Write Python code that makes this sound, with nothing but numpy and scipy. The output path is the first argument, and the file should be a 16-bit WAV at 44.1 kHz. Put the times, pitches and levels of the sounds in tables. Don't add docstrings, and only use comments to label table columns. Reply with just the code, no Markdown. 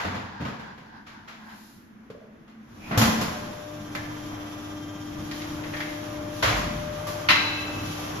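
import sys
import numpy as np
from scipy import signal
from scipy.fft import rfft, irfft, next_fast_len
from scipy.io import wavfile

SR = 44100
rng = np.random.default_rng(int(sys.argv[2]) if len(sys.argv) > 2 else 0)


def master(y):
    cut = np.clip(np.atleast_2d(y).T, -1, 1)
    pcm = np.round(cut * 32767)
    wavfile.write(sys.argv[1], SR, pcm.astype(np.int16))


N = 361619
T = np.arange(N) / SR
MOTOR_ON_S = 2.88

# (time [s], share of full load [0-1])
PUMP_LOAD = [(3.2, .18), (4.2, .38), (4.5, .485), (4.9, .485), (5.15, .34), (6.2, .25), (7.2, .35),
             (7.55, .85), (8.2, .88)]
# (frequency [Hz], level [dB])
PUMP_COLOUR = [(200, -57.5), (400, -61.5), (600, -49), (800, -61.5), (1200, -56.5), (1600, -61),
               (2100, -68), (2900, -75.5), (3500, -60.5), (4100, -92), (5200, -71.5), (6000, -66.5),
               (6500, -77), (7100, -68.5)]
# (frequency [Hz], level [dB])
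MOTOR_LINES = [(111, -48.5), (158, -46.5), (333, -53.5), (500, -67.5), (700, -65)]
# (time [s], angle [rad]); 0 favours 300 Hz, 1.57 600 Hz
LISTENER_PLACE = [(3.6, 1.4), (3.86, 0.2), (4.7, 0.083), (5.65, 0.28), (6.05, 0.7), (6.5, 0.8), (6.85, 1.5),
                  (7.15, 1.71), (7.45, 0.13)]
HUM_LOAD_DB = [7.5, -5.5, -1]
HUM_PAN_DB = [0, 4.5, 21]
# (time [s], level [dB])
OIL_FLOW = [(2.6, -22.5), (2.9, -0.5), (3.2, 4), (3.7, -3), (4.2, -0.5), (5.0, -3), (5.35, 1), (5.9, 1.5),
            (6.25, -1), (7.2, 3), (8.2, 4.5)]
# (peak time [s], level [dB])
VALVE_SPURTS = [(5.35, -47), (5.85, -46), (6.45, -42), (7.95, -42.5)]
# (frequency [Hz], level [dB])
RUMBLE_COLOUR = [(25, 0), (60, 4), (105, 9.5), (165, 6.5), (240, 5), (330, 7.5), (480, -43)]
RUSH_COLOUR = [(250, -17), (400, 2), (650, 2), (1100, 2.5), (1900, -5), (2700, -10.5), (3400, -18.5),
               (4500, -35.5), (9000, -44)]
HISS_COLOUR = [(1500, -0.5), (3200, 7), (4500, 2.5), (6000, 5), (7500, -3.5), (10000, -1.5), (14000, -5)]
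# (time [s], level [dB], thud boost [dB], treble tilt [dB/octave], rise [s], decay [s])
PRESS_JOLTS = [(2.906, -31.5, 8.5, -8.5, 0.0091, 0.21), (2.974, -26, 9.5, 5, .002, 0.071),
               (3.012, -21, 4, 1, 0.0046, 0.051), (3.075, -29, 20.5, -14, 0.0049, 0.02),
               (3.21, -31.5, 10.5, 3, 0.0035, 0.042), (3.949, -32.5, 6.5, 0, .002, 0.022),
               (6.423, -17.5, -14, -2.5, 0.0062, 0.072), (6.47, -26.5, 2.5, -1.5, .012, 0.041),
               (6.563, -35.5, 11.5, 1, .003, 0.075), (7.068, -40, 1, 4.5, .003, 0.074)]
# (time [s], level [dB], thud boost [dB], rise [s])
LOADING_BUMPS = [(0.0, -29.5, -13, 0.0017), (0.04, -34, 12, 0.013), (0.14, -37, 9.5, 0.0079),
                 (0.392, -40.5, 17.5, 0.022), (0.448, -37, 10.5, 0.0039), (0.59, -44, -1, 0.0074),
                 (0.775, -49, 1, .004), (1.061, -41.5, -33, 0.011), (1.272, -39, -30, 0.013),
                 (1.485, -46.5, -25, 0.0091), (2.476, -54, -7, .004)]
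# (frequency [Hz], level [dB])
KNOCK_COLOUR = [(25, -25), (50, -7), (110, 1), (220, -5), (480, -5), (700, -3.5), (1100, -2), (2000, -6.5),
                (3200, -10), (5800, -15.5), (9500, -22.5), (14000, -25)]
# (frequency [Hz], level [dB], t60 [s])
FRAME_MODES = [(222.7, -4.5, 0.36), (311.8, 5.5, 0.48), (733, 10, 0.28), (1034, 13.5, 0.3),
               (1360, -2, 0.41), (1606, -12, 0.37), (1850, -6, .4), (2005, 11, 0.3), (2550, 4, 0.28),
               (2710, -5, 0.29)]
# (time [s], level [dB], pitch [Hz], t60 [s])
BODY_BOOMS = [(0.049, -32.5, 93, 0.99), (0.4, -34, 83, 0.32), (2.974, -9.5, 112, 0.15),
              (3.0, -19.5, 223.2, 1), (6.469, -23.5, 108, 0.52), (6.53, -30.5, 46.3, 1.0)]
# (time [s], level [dB], decay [s])
STEEL_HITS = [(7.286, -13.5, 0.026), (7.301, -14.5, 0.028), (7.356, -21.5, 0.0096), (7.419, -42.5, 0.18)]
# (frequency [Hz], level [dB])
CLANG_COLOUR = [(100, -15), (300, -7.5), (500, -17.5), (750, -10), (920, 1.5), (1700, -1.5), (2600, 3),
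                (3400, -4.5), (4100, -4.5), (5400, -13), (7000, -22), (10000, -25.5), (14000, -29)]
# (frequency [Hz], level [dB], t60 [s])
STEEL_MODES = [(900, 0, 0.8), (1029, 4, 0.2), (1104, -16, 0.39), (1460, -7, 0.079), (1610, -1, 1.3),
               (1782, 2, 0.31), (2010, 1, 0.69), (2340, -17, .7), (2640, 1, 2.3), (2620, 3, 1.9),
               (2980, -8, .7), (2910, -3.5, 2.5), (3925, 7.5, 0.53), (4016, 5, 1.2), (4100, -17, 0.7)]
# (time [s], level [dB], treble tilt [dB/octave])
CLINKS = [(3.95, -30.5, -28), (5.312, -39, 9), (5.417, -41, 7.5), (5.636, -39.5, 2), (5.735, -33.5, -8),
          (5.766, -37.5, 4), (5.803, -30.5, 1.5)]
# (frequency [Hz], level [dB], t60 [s])
CLINK_MODES = [(884, 1, 0.072), (1500, -12, .08), (1806, 4, 0.082), (1985, 6, 0.059), (2590, 0, 0.073),
               (3240, -17, .03), (4640, -9, 0.02)]
# (time [s], level [dB], pitch [Hz], t60 [s])
ROD_PINGS = [(7.068, -30, 1170, 0.14)]
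# (time [s], level [dB], pitch [Hz])
RUBBER_BOUNCES = [(2.101, -32.5, 450), (2.149, -39.5, 577), (2.214, -41.5, 630)]
# (multiple of the pitch [ratio], level [dB], t60 [s])
CAVITY_MODES = [(1, 1, 0.054), (1.12, -15.5, 0.076), (1.35, -32, .08)]
# (frequency [Hz], level [dB])
CHURN_COLOUR = [(300, -20), (600, -9), (900, 10.5), (1250, -2.5), (1600, 8), (2400, -15), (5000, -14.5),
                (10000, -52)]
WASH_COLOUR = [(25, -14), (90, -6), (150, -3.5), (230, 2), (350, -4), (550, -16), (800, -15), (1600, -10.5),
               (2200, -18.5), (3500, -28), (7000, -63), (11500, -67), (14000, -39)]
# (frequency [Hz], t60 [s])
ROOM_T60 = [(60, 1), (250, 1), (1000, 0.96), (3000, 1), (7000, 0.97), (14000, 0.3)]


def pump(idle_hz=200, sag_hz=4, vanes=12, casing_hz=3169, casing_width_hz=18, casing_db=9, odd_db=-6):
    load = curve(PUMP_LOAD)
    hz = (idle_hz - sag_hz * load) * run_up(lag_s=0.07)
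    phase = 2 * np.pi * np.cumsum(hz * (1 + 0.00039 * walk(20))) / SR
    shaft = np.sin(phase / vanes)
    phase = phase + 0.02 * walk(90)
    out = 0
    for k in range(1, 37):
        line_db = on_log(k * idle_hz, PUMP_COLOUR) + odd_db * (k % 2)
        singing_db = casing_db / (1 + ((k * hz - casing_hz) / casing_width_hz) ** 2)
        throb = 1 + min(k * 0.033, 0.7) * shaft
        line = np.sqrt(2) * np.sin(k * phase + np.array([walk(3), walk(2.7)]))
        out = out + undb(line_db + singing_db) * throb * line
    pressure = run_up(lag_s=0.34)
    return out * undb(-3.5 + 12.5 * load) * pressure


def motor(mains_hz=50):
    out = sum(undb(db) * wavering_tone(hz, depth_db=6, rate_hz=2).mean(axis=0) for hz, db in MOTOR_LINES)
    load, place = curve(PUMP_LOAD), curve(LISTENER_PLACE)
    gains = undb(-51.5), undb(-35.5) * np.cos(place), undb(-43) * np.sin(place)
    gains = [gain * undb(db * load) for gain, db in zip(gains, HUM_LOAD_DB)]
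    for k, gain, pan_db in zip((2, 6, 12), gains, HUM_PAN_DB):
        line = np.sqrt(2) * np.sin(2 * np.pi * k * mains_hz * T + 0.35 * walk(13))
        out = out + gain * line * undb(np.array([[pan_db], [-pan_db]]) / 2)
    octave = gains[-1] * undb(-14) * wavering_tone(24 * mains_hz, depth_db=4, rate_hz=3)
    return (out + octave) * run_up(lag_s=1)


def oil():
    flow_db = curve(OIL_FLOW)
    spurts = sum(undb(db) * swell(s, rise_s=0.15, fall_s=0.21) for s, db in VALVE_SPURTS)
    rumble = noise(RUMBLE_COLOUR) * undb(-43 + 0.76 * flow_db + 2 * walk(11))
    rush = noise(RUSH_COLOUR) * undb(-42.5 + flow_db + walk(13))
    hiss = noise(HISS_COLOUR) * np.hypot(undb(-48 + flow_db), spurts) * undb(0.9 * walk(30))
    return rumble + rush + hiss


def valve_whistle():
    return undb(-47) * narrow_noise(hz=2420, width_hz=230) * swell(2.85, rise_s=0.037, fall_s=0.1)


def knocks():
    out = np.zeros((2, N))
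    for s, db, thud_db, rise_s in LOADING_BUMPS:
        add(out, s, blow(db, thud_db, tilt_db=-4, rise_s=rise_s, decay_s=0.064))
    slap = blow(db=-49.5, thud_db=11, tilt_db=-1.5, rise_s=0.001, decay_s=0.024)
    add(out, RUBBER_BOUNCES[0][0], slap)
    for s, *jolt in PRESS_JOLTS:
        add(out, s, blow(*jolt))
    return out + undb(-20.5) * through(out, ring(FRAME_MODES, split=0.02, count=5))


def blow(db, thud_db, tilt_db, rise_s, decay_s, thud_hz=202):
    colour_rms = np.sqrt(np.mean(undb(on_log(np.linspace(0, SR / 2, SR), KNOCK_COLOUR)) ** 2))
    thud = lambda f: thud_db / (1 + np.log2((f + 1) / thud_hz) ** 2)
    shape = lambda f: undb(on_log(f, KNOCK_COLOUR) + thud(f) + tilt(f, tilt_db))
    return undb(db) / colour_rms * colour(chatter(rise_s, decay_s, grit=0.07), shape)


def booms():
    shudder = noise([(25, -21), (48, -3), (75, -6.5), (170, -8), (280, -9.5), (450, -40), (1000, -90)])
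    shudder *= undb(-35) * swell(6.68, rise_s=0.17, fall_s=0.24)
    return struck(BODY_BOOMS, attack_s=0.0047) + shudder


def clang():
    out = np.zeros((2, N))
    for s, db, decay_s in STEEL_HITS:
        add(out, s, undb(db) * chatter(rise_s=0.0026, decay_s=decay_s, grit=0.075))
    out = colour(out, lambda f: unit(undb(on_log(f, CLANG_COLOUR))))
    return out + undb(-15) * through(out, ring(STEEL_MODES, split=0.014, count=7))


def clinks():
    out = np.zeros((2, N))
    for s, db, tilt_db in CLINKS:
        contact = chatter(rise_s=0.001, decay_s=0.015, grit=0.15)
        add(out, s, undb(db) * colour(contact, lambda f: undb(tilt(f, tilt_db))))
    crack = lambda f: undb(on_log(f, [(500, -2), (2000, 14.5), (4500, 0), (7000, -17), (12000, -31)]))
    return colour(out, crack) + undb(-0.5) * through(out, ring(CLINK_MODES, split=0.064, count=7))


def rubber_drop(attack_s=0.0011):
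    out, t = np.zeros((2, N)), T[:SR // 2]
    for s, db, hz in RUBBER_BOUNCES:
        pop = sum(undb(mode_db - 60 * t / t60) * np.sin(2 * np.pi * hz * ratio * t)
                  for ratio, mode_db, t60 in CAVITY_MODES)
        add(out, s, undb(db) * pop * (1 - np.exp(-t / attack_s)))
    return out


def workshop(settle_s=0.54, stop_s=1.63, fade_s=0.078):
    drone = narrow_noise(hz=218, width_hz=16)
    churn = noise(CHURN_COLOUR) * undb(-52.5 + 18 * np.exp(-T / settle_s) + 3.4 * walk(11.2))
    churn *= np.exp(-np.maximum(T - stop_s, 0) / fade_s)
    air = noise([(1500, -22), (4000, -3), (7000, -6), (11000, -6), (14000, -7.5)])
    air *= undb(-54) * swell(1.645, rise_s=0.18, fall_s=0.18)
    wash = noise(WASH_COLOUR) * undb(-54.5 + 0.27 * walk(8.45))
    drone *= undb(-53.5 + 2 * walk(4.6))
    return wash + drone + churn + air


def room(onset_s=0.0017):
    t, out = T[:SR * 3 // 2], 0
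    wash = diffuse(len(t))
    for hz in 60 * 2. ** np.arange(9):
        band = colour(wash, lambda f: np.maximum(1 - np.abs(np.log2((f + 1) / hz)), 0))
        out = out + band * undb(-60 * t / on_log(hz, ROOM_T60))
    return unit(out * np.minimum(t / onset_s, 1)) / np.sqrt(len(t))


def chatter(rise_s, decay_s, grit):
    t = T[:SR // 2]
    contacts = unit(np.exp(grit * np.repeat(rng.standard_normal(len(t)), 32)[:len(t)]))
    envelope = np.minimum(t / rise_s, 1) * np.exp(-np.maximum(t - rise_s, 0) / decay_s)
    return diffuse(len(t)) * contacts * envelope


def ring(modes, split, count):
    t, out = T[:SR * 3 // 2], 0
    for hz, db, t60 in modes:
        partners = hz * (1 + split * rng.uniform(-0.91, 1, (count, 1, 1)))
        phase = rng.uniform(-np.pi, np.pi, (count, 2, 1)) * min(hz / 1000, 1) ** 2
        beating = np.sin(2 * np.pi * partners * t + phase).sum(axis=0)
        out = out + undb(db - 60 * t / t60) / np.sqrt(t60) * beating
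    return unit(out) / np.sqrt(len(t))


def struck(table, attack_s):
    out, t = np.zeros((2, N)), T[:SR]
    for s, db, hz, t60 in table:
        add(out, s, undb(db - 60 * t / t60) * np.minimum(t / attack_s, 1) * np.sin(2 * np.pi * hz * t))
    return out


def wavering_tone(hz, depth_db, rate_hz):
    sides = [undb(depth_db * walk(rate_hz)) * np.sin(2 * np.pi * hz * T + walk(rate_hz)) for _ in range(2)]
    return np.sqrt(2) * np.array(sides)


def diffuse(size, alike_hz=370):
    mid, side = rng.standard_normal((2, size))
    alike = lambda f: 1 / (1 + (f / alike_hz) ** 4)
    mid = colour(mid, lambda f: np.sqrt(1 + alike(f)))
    side = colour(side, lambda f: np.sqrt(1 - alike(f)))
    return np.array([mid + side, mid - side]) / np.sqrt(2)


def noise(points):
    return unit(colour(diffuse(N), lambda f: undb(on_log(f, points))))


def narrow_noise(hz, width_hz):
    return unit(colour(diffuse(N), lambda f: 1 / (1 + ((f - hz) / width_hz) ** 2)))


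def walk(rate_hz):
    knots = rng.standard_normal(1024)
    return 1.2 * np.interp(T * rate_hz, np.arange(len(knots)), knots)


def swell(s, rise_s, fall_s):
    return np.exp(-((T - s) / np.where(T < s, rise_s, fall_s)) ** 2)


def run_up(lag_s):
    return 1 - np.exp(-np.maximum(T - MOTOR_ON_S, 0) / lag_s)


def curve(table):
    return np.interp(T, *np.transpose(table))


def on_log(hz, points):
    f, value = np.transpose(points)
    return np.interp(np.log(hz + 1), np.log(f), value)


def tilt(f, db):
    return db * np.log2(np.maximum(f / 2100, 1))


def colour(x, gain):
    size = next_fast_len(x.shape[-1] + 4096)
    return irfft(rfft(x, size) * gain(np.fft.rfftfreq(size, 1 / SR)), size)[..., :x.shape[-1]]


def through(x, response):
    return signal.fftconvolve(x, response, axes=-1)[:, :N]


def add(out, s, x):
    i = int(s * SR)
    out[:, i:i + x.shape[-1]] += x[..., :N - i]


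def undb(db):
    return 10 ** (np.asarray(db) / 20)


def unit(x):
    return x / np.sqrt(np.mean(x ** 2))


def scene():
    knock, steel, drop = undb(2.5) * knocks(), undb(1) * clang(), rubber_drop()
    clink = clinks() + struck(ROD_PINGS, attack_s=0.001)
    send = undb(-5) * knock + undb(-4.5) * steel + undb(-2) * clink + undb(-0.5) * drop
    echo = through(send, room())
    machine = booms() + valve_whistle() + pump() + motor() + oil()
    return knock + steel + clink + drop + echo + machine + workshop()


def record(dry, notch_hz=(7650, 9550), top_hz=14200):
    notch = signal.butter(8, notch_hz, "bandstop", fs=SR, output="sos")
    top = signal.ellip(12, 0.2, 80, top_hz, fs=SR, output="sos")
    return signal.sosfilt(np.vstack([notch, top]), dry)


dry = scene()
out = record(dry)
master(out)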